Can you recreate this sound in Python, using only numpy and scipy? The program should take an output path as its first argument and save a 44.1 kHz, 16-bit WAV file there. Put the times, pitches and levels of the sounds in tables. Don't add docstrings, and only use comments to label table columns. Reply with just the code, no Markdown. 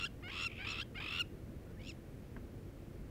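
import sys
import numpy as np
from scipy import signal
from scipy.fft import rfft, irfft, next_fast_len
from scipy.io import wavfile
from scipy.ndimage import map_coordinates

SR = 44100
rng = np.random.default_rng(int(sys.argv[2]) if len(sys.argv) > 2 else 0)


def master(y):
    cut = np.clip(np.atleast_2d(y).T, -1, 1)
    pcm = np.round(cut * 32767)
    wavfile.write(sys.argv[1], SR, pcm.astype(np.int16))


N = 136710

# time_s, pitch_hz, level_db, roughness (limited to 0-1), flutter_hz
BARK_A = [(0, 1383, -38, 1.06, 74), (.033, 1384, -34.5, 0.43, 100), (.051, 1379, -32, 0.1, 96),
          (.056, 1610, -37, .6, 76), (.061, 1730, -36, .25, 92), (.069, 1610, -40.5, 0.14, 92),
          (.076, 1390, -47, .05, 92)]
BARK_B = [(.283, 979, -49, 0.84, 52), (.305, 1095, -45.5, 1, 51.2), (.328, 1293, -41.5, 1, 82.4),
          (.392, 1339, -37, 0.84, 90.2), (.45, 1364, -34.5, 0.46, 77.5), (.462, 1376, -34.5, .1, 70),
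          (.47, 1340, -31.5, 0.049, 70), (.475, 1315, -43.5, .05, 70), (.481, 1190, -46, .05, 70)]
BARK_C = [(.652, 1200, -43.5, 1, 44), (.675, 1276, -38, 0.703, 59.6), (.71, 1345, -38.5, 0.85, 69.2),
          (.745, 1318, -40, .7, 77.5), (.776, 1320, -41.5, 0.97, 67), (.804, 1385, -34, 0.44, 70),
          (.814, 1456, -37, 1, 70.5), (.82, 1700, -37, .35, 70), (.831, 1600, -39, .05, 70)]
BARK_D = [(1.006, 1231, -41.5, 0.98, 52.2), (1.06, 1270, -39.5, 0.98, 50.2), (1.103, 1323, -38, 0.75, 39),
          (1.132, 1361, -35.5, 0.88, 82.5), (1.186, 1407, -35, 0.88, 85.6), (1.199, 1414, -30, 0.32, 84),
          (1.209, 1438, -28, .08, 84), (1.219, 1326, -33.5, .03, 84), (1.226, 1234, -48, .03, 84)]
BARK_E = [(1.819, 1130, -61, 0.95, 47.6), (1.84, 1250, -54.5, 1, 69), (1.862, 1324, -52.5, 0.96, 90),
          (1.883, 1426, -47.5, 1, 101), (1.893, 1408, -45.5, 0.11, 100), (1.905, 1287, -49.5, .05, 100),
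          (1.912, 1180, -57, .3, 102), (1.922, 970, -54, .1, 100)]
FAR_BARK = [(.484, 1188, -55, 1, 57.6), (.503, 1205, -47, 0.83, 60), (.511, 1223, -53, 1, 64),
            (.518, 1227, -44, 0.68, 68.5), (.545, 1277, -50.5, 1, 80), (.583, 1285, -44, 0.94, 76),
            (.61, 1297, -59, 1, 76.5), (.65, 1320, -47, 1, 74)]
SQUEAK_A = [(.421, 1420, -46, .3, 80), (.429, 1414, -46, .2, 80), (.438, 1305, -44, 0.17, 80),
            (.446, 1210, -58, .3, 80)]
SQUEAK_B = [(.678, 1350, -52, 0.83, 71.6), (.692, 1403, -47.5, 0.72, 68), (.709, 1419, -44, 0.25, 70),
            (.72, 1375, -45, .1, 70.2), (.734, 1160, -53, .2, 70)]
# contour, relative_noise_db,
# flutter_pitch_fall (share), then colour_db at 1400 Hz, 4200 Hz, 7000 Hz and 12000 Hz
CALLERS = [(BARK_A, -6.5, 0.034, 3.1, 0, 1, -1), (BARK_B, -4, 0.039, 0, 0, 0.8, 0),
           (BARK_C, -4, .035, 1, 1, -3.5, -1), (BARK_D, -5.5, .04, -0.54, -0.86, -4, 3.5),
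           (BARK_E, -7, 0.056, -13, 5.5, 12.5, -8), (FAR_BARK, -9, .1, -12, -12, -10, -16),
           (SQUEAK_A, -10, .03, -14, 3.2, 15, -6), (SQUEAK_B, -8, 0.041, -18, 11, 12, -13)]
# frequency_hz, relative_level_db
THROAT = [(400, -40), (700, -14), (1100, -9.5), (1380, -13.5), (1750, -10), (2150, 1.5), (2750, -1),
          (3400, -6), (4050, -16), (4600, -18.5), (5350, -13.5), (6200, -37.5), (6950, -23.5),
          (7600, -27.5), (8250, -30), (9500, -39.5), (15000, -45)]
HOARSE = [(400, -45), (800, -19.5), (1200, -2), (1600, -11.5), (2200, -3.5), (2750, -3), (3450, 3),
          (3950, -8.5), (4500, -13), (5200, -13), (6100, -31.5), (7000, -20.5), (8200, -30.5),
          (9300, -36.5), (15000, -44.5)]
# start_s, length_s, first_pitch_hz, last_pitch_hz, first_level_db, last_level_db,
# roughness (0-1), lowest_harmonics_db
GROWLS = [(0.226, .009, 588, 653, -57.5, -54.5, 0.3, 11.5), (.235, .045, 695, 742, -47, -43.5, 0.1, 0.5),
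          (0.281, 0.021, 753, 846, -45.5, -49, .7, 3), (0.586, 0.0335, 735, 776, -47, -39.5, 0.63, -2),
          (.622, 0.029, 818, 795, -38.5, -44.5, 0.5, -2), (0.645, 0.0177, 814, 964, -45, -42.5, 1, -3),
          (0.945, 0.013, 596, 690, -56, -46, 0.36, 4.5), (.957, 0.019, 704, 720, -42, -42, 0.12, -3),
          (0.976, .018, 815, 753, -38, -39, 0.3, -3), (0.996, 0.023, 826, 910, -50, -47.5, 0.76, 8),
          (1.794, 0.032, 735, 757, -56.5, -55, 0.46, -14)]
# frequency_hz, relative_level_db
GROWL_THROAT = [(450, -30), (730, -18.5), (1450, -10), (2200, -4), (2900, -9), (3600, -20.5), (4300, -25.5),
                (5000, -23.5), (6000, -47), (7100, -39), (9000, -48)]
# frequency_hz, relative_density_db (per Hz)
WIND_SPECTRUM = [(12, -30), (20, -7), (49, 1), (133, -5), (161, -9.5), (232, -8.5), (298, -11.5),
                 (342, -10), (372, -13.5), (491, -16), (906, -29.5), (2270, -33.5), (2760, -37),
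                 (3640, -40.5), (5380, -43.5), (6020, -44), (6910, -45), (8640, -46), (15500, -46)]
# time_s, rumble_db, rush_db
WIND_LEVEL = [(0, -55, -53.5), (1.0, -55, -53), (1.7, -51.5, -52.5), (2.2, -53.5, -53), (2.7, -53.5, -52.5),
              (3.1, -51, -53)]
# frequency_hz, relative_level_db
HUM_TONES = [(93, -62), (139, -63), (183, -72), (345, -70)]
# start_s, length_s, first_pitch_hz, last_pitch_hz, level_db
WHINES = [(1.667, 0.056, 1440, 1474, -67), (1.768, 0.026, 1730, 2030, -64)]
# frequency_hz, level_db (before the onset), t60_s
KNOCK_MODES = [(245, -44, 0.15), (328, -46.5, 0.1), (650, -52, 0.04), (1100, -51.5, 0.035),
               (1390, -48, 0.02), (1660, -47.5, .014), (3030, -58, 0.013)]

EDGE_S = 0.004
MOUTH_HZ = 2560
JITTER = 0.023
HOARSE_PITCH_HZ, HOARSE_FOLLOWS = 1356, 0.8
FLUTTER_DIP_DB, NOISE_SWING_DB = 23.5, 1.5
FLUTTER_DULL_DB, FLUTTER_SLIP = 5.5, 0.025
BRIGHT_DB_PER_DB, DULLEST_DB = 0.25, -17
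GROWL_NOISE_DB, GROWL_JITTER = -9, 0.041
THROAT_SMEAR = 0.4
RUMBLE_HZ, RUSH_HZ, HISS_DB = 107, 609, -65
FIELD_ECHO_DB, FIELD_T60_S = -23, 0.23
KNOCK_S, KNOCK_RISE_S = 2.3635, 0.00089
TOP_HZ = 15750


def amp(db):
    return 10 ** (np.asarray(db) / 20)


def unit(x):
    return x / np.sqrt(np.mean(x ** 2) + 1e-20)


def along(points, hz):
    f, v = np.transpose(points)
    return np.interp(np.log(hz + 1), np.log(f + 1), v)


def wobble(rate, size):
    return map_coordinates(rng.standard_normal(4096), [np.arange(size) * rate / SR + 2], mode="wrap")


def noise(gain_db, size):
    m = next_fast_len(size + 8192)
    spectrum = rfft(rng.standard_normal(m)) * amp(gain_db(np.fft.rfftfreq(m, 1 / SR)))
    return unit(irfft(spectrum, m)[:size])


def lowpass(x, hz):
    return signal.sosfiltfilt(signal.butter(2, min(hz, 20000), fs=SR, output="sos"), x)


def span(start, end):
    i = np.arange(max(0, int((start - .012) * SR)), int((end + .012) * SR))
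    t = i / SR
    ramp = np.clip(np.minimum(t - start, end - t) / EDGE_S + .5, 0, 1)
    return i, t, np.sin(np.pi / 2 * ramp) ** 2


def bark(rows, noise_db, sag, low_db, mid_db, high_db, top_db):
    s, *cols = np.transpose(rows)
    i, t, gate = span(s[0] - EDGE_S, s[-1])
    pitch, level_db, rough, rate = [np.interp(t, s, c) for c in cols]
    rough = np.clip(rough, 0, 1)
    colour = [(1400, low_db), (MOUTH_HZ, 0), (4200, mid_db), (7000, high_db), (12000, top_db)]
    facing = lambda hz: along(colour, hz)

    cycle = 2 * np.pi * (np.cumsum(rate * (t > s[0])) / SR + FLUTTER_SLIP * wobble(54.5, len(t)))
    broken = rough * (1 - np.cos(cycle)) / 2

    slide = np.cumsum((pitch / HOARSE_PITCH_HZ) ** HOARSE_FOLLOWS)
    hoarse = map_coordinates(noise(lambda hz: along(HOARSE, hz) + facing(hz), 2 * len(t)), [slide])
    hoarse_db = noise_db - 3.5 + NOISE_SWING_DB * broken + 0.76 * wobble(404, len(t))
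    hoarse = hoarse * rough * amp(hoarse_db)

    scatter = JITTER * (rough / 2 + 2 * broken + 0.14) * wobble(1400, len(t))
    pitch = pitch * (1 - sag * rough * np.sin(cycle) - .02 * broken + scatter)
    phase = 2 * np.pi * np.cumsum(pitch) / SR
    harmonic_gain = lambda hz: amp(along(THROAT, hz) + facing(hz))
    tone = -sum(harmonic_gain(k * pitch) * np.cos(k * phase) for k in range(1, 13))
    tone_db = -FLUTTER_DIP_DB * broken ** 1.3 + 1.14 * rough * wobble(505, len(t))
    sound = hoarse + tone * amp(tone_db)

    effort_db = np.maximum.accumulate(level_db) - level_db.max()
    treble_db = np.maximum(BRIGHT_DB_PER_DB * effort_db, DULLEST_DB) + 3.5 - FLUTTER_DULL_DB * broken
    dull = lowpass(sound, 4700)
    sound = dull + (sound - dull) * amp(treble_db)
    return np.bincount(i, gate * amp(level_db) * sound, N)


def field(x):
    t = np.arange(SR // 2) / SR
    tail = rng.standard_normal(len(t)) * amp(-60 * t / FIELD_T60_S) * (t > .008)
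    tail = signal.sosfilt(signal.butter(2, 4500, fs=SR, output="sos"), tail / np.linalg.norm(tail))
    return signal.fftconvolve(x, tail)[:N]


def wind():
    s, rumble_db, rush_db = np.transpose(WIND_LEVEL)
    level = lambda db: amp(np.interp(np.arange(N) / SR, s, db))

    def layer(lo, hi):
        slopes = lambda hz: (1 + (lo / (hz + 1)) ** 8) * (1 + (hz / hi) ** 8)
        return noise(lambda hz: along(WIND_SPECTRUM, hz) - 10 * np.log10(slopes(hz)), N)

    rumble = level(rumble_db) * layer(0, RUMBLE_HZ)
    rush = level(rush_db) * layer(RUMBLE_HZ, RUSH_HZ)
    hiss = amp(HISS_DB) * layer(RUSH_HZ, SR)
    return rumble + rush + hiss


def hum():
    t = np.arange(N) / SR
    out = np.zeros(N)
    for hz, db in HUM_TONES:
        level = amp(db + 2.5 + 1.7 * wobble(4.04, N))
        out += level * np.sin(2 * np.pi * hz * t + 0.83 * wobble(7, N))
    return out


def growls():
    out = np.zeros(N)
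    for start, length, first_hz, last_hz, first_db, last_db, rough, low_db in GROWLS:
        i, t, gate = span(start, start + length)
        glide = lambda a, b: np.interp(t, [start, start + length], [a, b])
        pitch = glide(first_hz, last_hz) * (1 + GROWL_JITTER * rough * wobble(590, len(t)))
        phase = 2 * np.pi * np.cumsum(pitch) / SR
        mouth = lambda hz: along(GROWL_THROAT, hz) + along([(1500, low_db), (2100, 0)], hz)
        buzz = sum(amp(mouth(k * pitch)) * np.cos(k * phase + THROAT_SMEAR * k * k) for k in range(1, 12))
        hoarse = rough * amp(GROWL_NOISE_DB) * noise(mouth, len(t))
        level_db = glide(first_db, last_db) + 1.6 * rough * wobble(253, len(t))
        out[i] += gate * amp(level_db) * (buzz + hoarse)
    return out


def whines():
    out = np.zeros(N)
    for start, length, first_hz, last_hz, db in WHINES:
        i, t, gate = span(start, start + length)
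        pitch = np.interp(t, [start, start + length], [first_hz, last_hz])
        pitch = pitch * (1 + .022 * wobble(300, len(t)))
        out[i] += gate * amp(db) * np.sin(2 * np.pi * np.cumsum(pitch) / SR)
    return out


def knock():
    t = np.maximum(np.arange(N) / SR - KNOCK_S, 0)
    ring = sum(amp(db - 60 * t / t60) * np.sin(2 * np.pi * hz * t) for hz, db, t60 in KNOCK_MODES)
    scuff_colour = [(200, 1), (1600, 3), (3500, -18), (7000, -37.5)]  # (Hz, dB)
    scuff = amp(-49.5 - 60 * t / 0.063) * noise(lambda hz: along(scuff_colour, hz), N)
    return (ring + scuff) * (1 - np.exp(-t / KNOCK_RISE_S))


def scene():
    calls = growls() + whines() + sum(bark(*row) for row in CALLERS)
    return (calls + amp(FIELD_ECHO_DB) * field(calls) + wind() + hum() + knock())[None]


def record(dry):
    m = next_fast_len(N + 8192)
    passed = np.fft.rfftfreq(m, 1 / SR) < TOP_HZ
    return irfft(rfft(dry, m) * passed, m)[..., :N]


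dry = scene()
out = record(dry)
master(out)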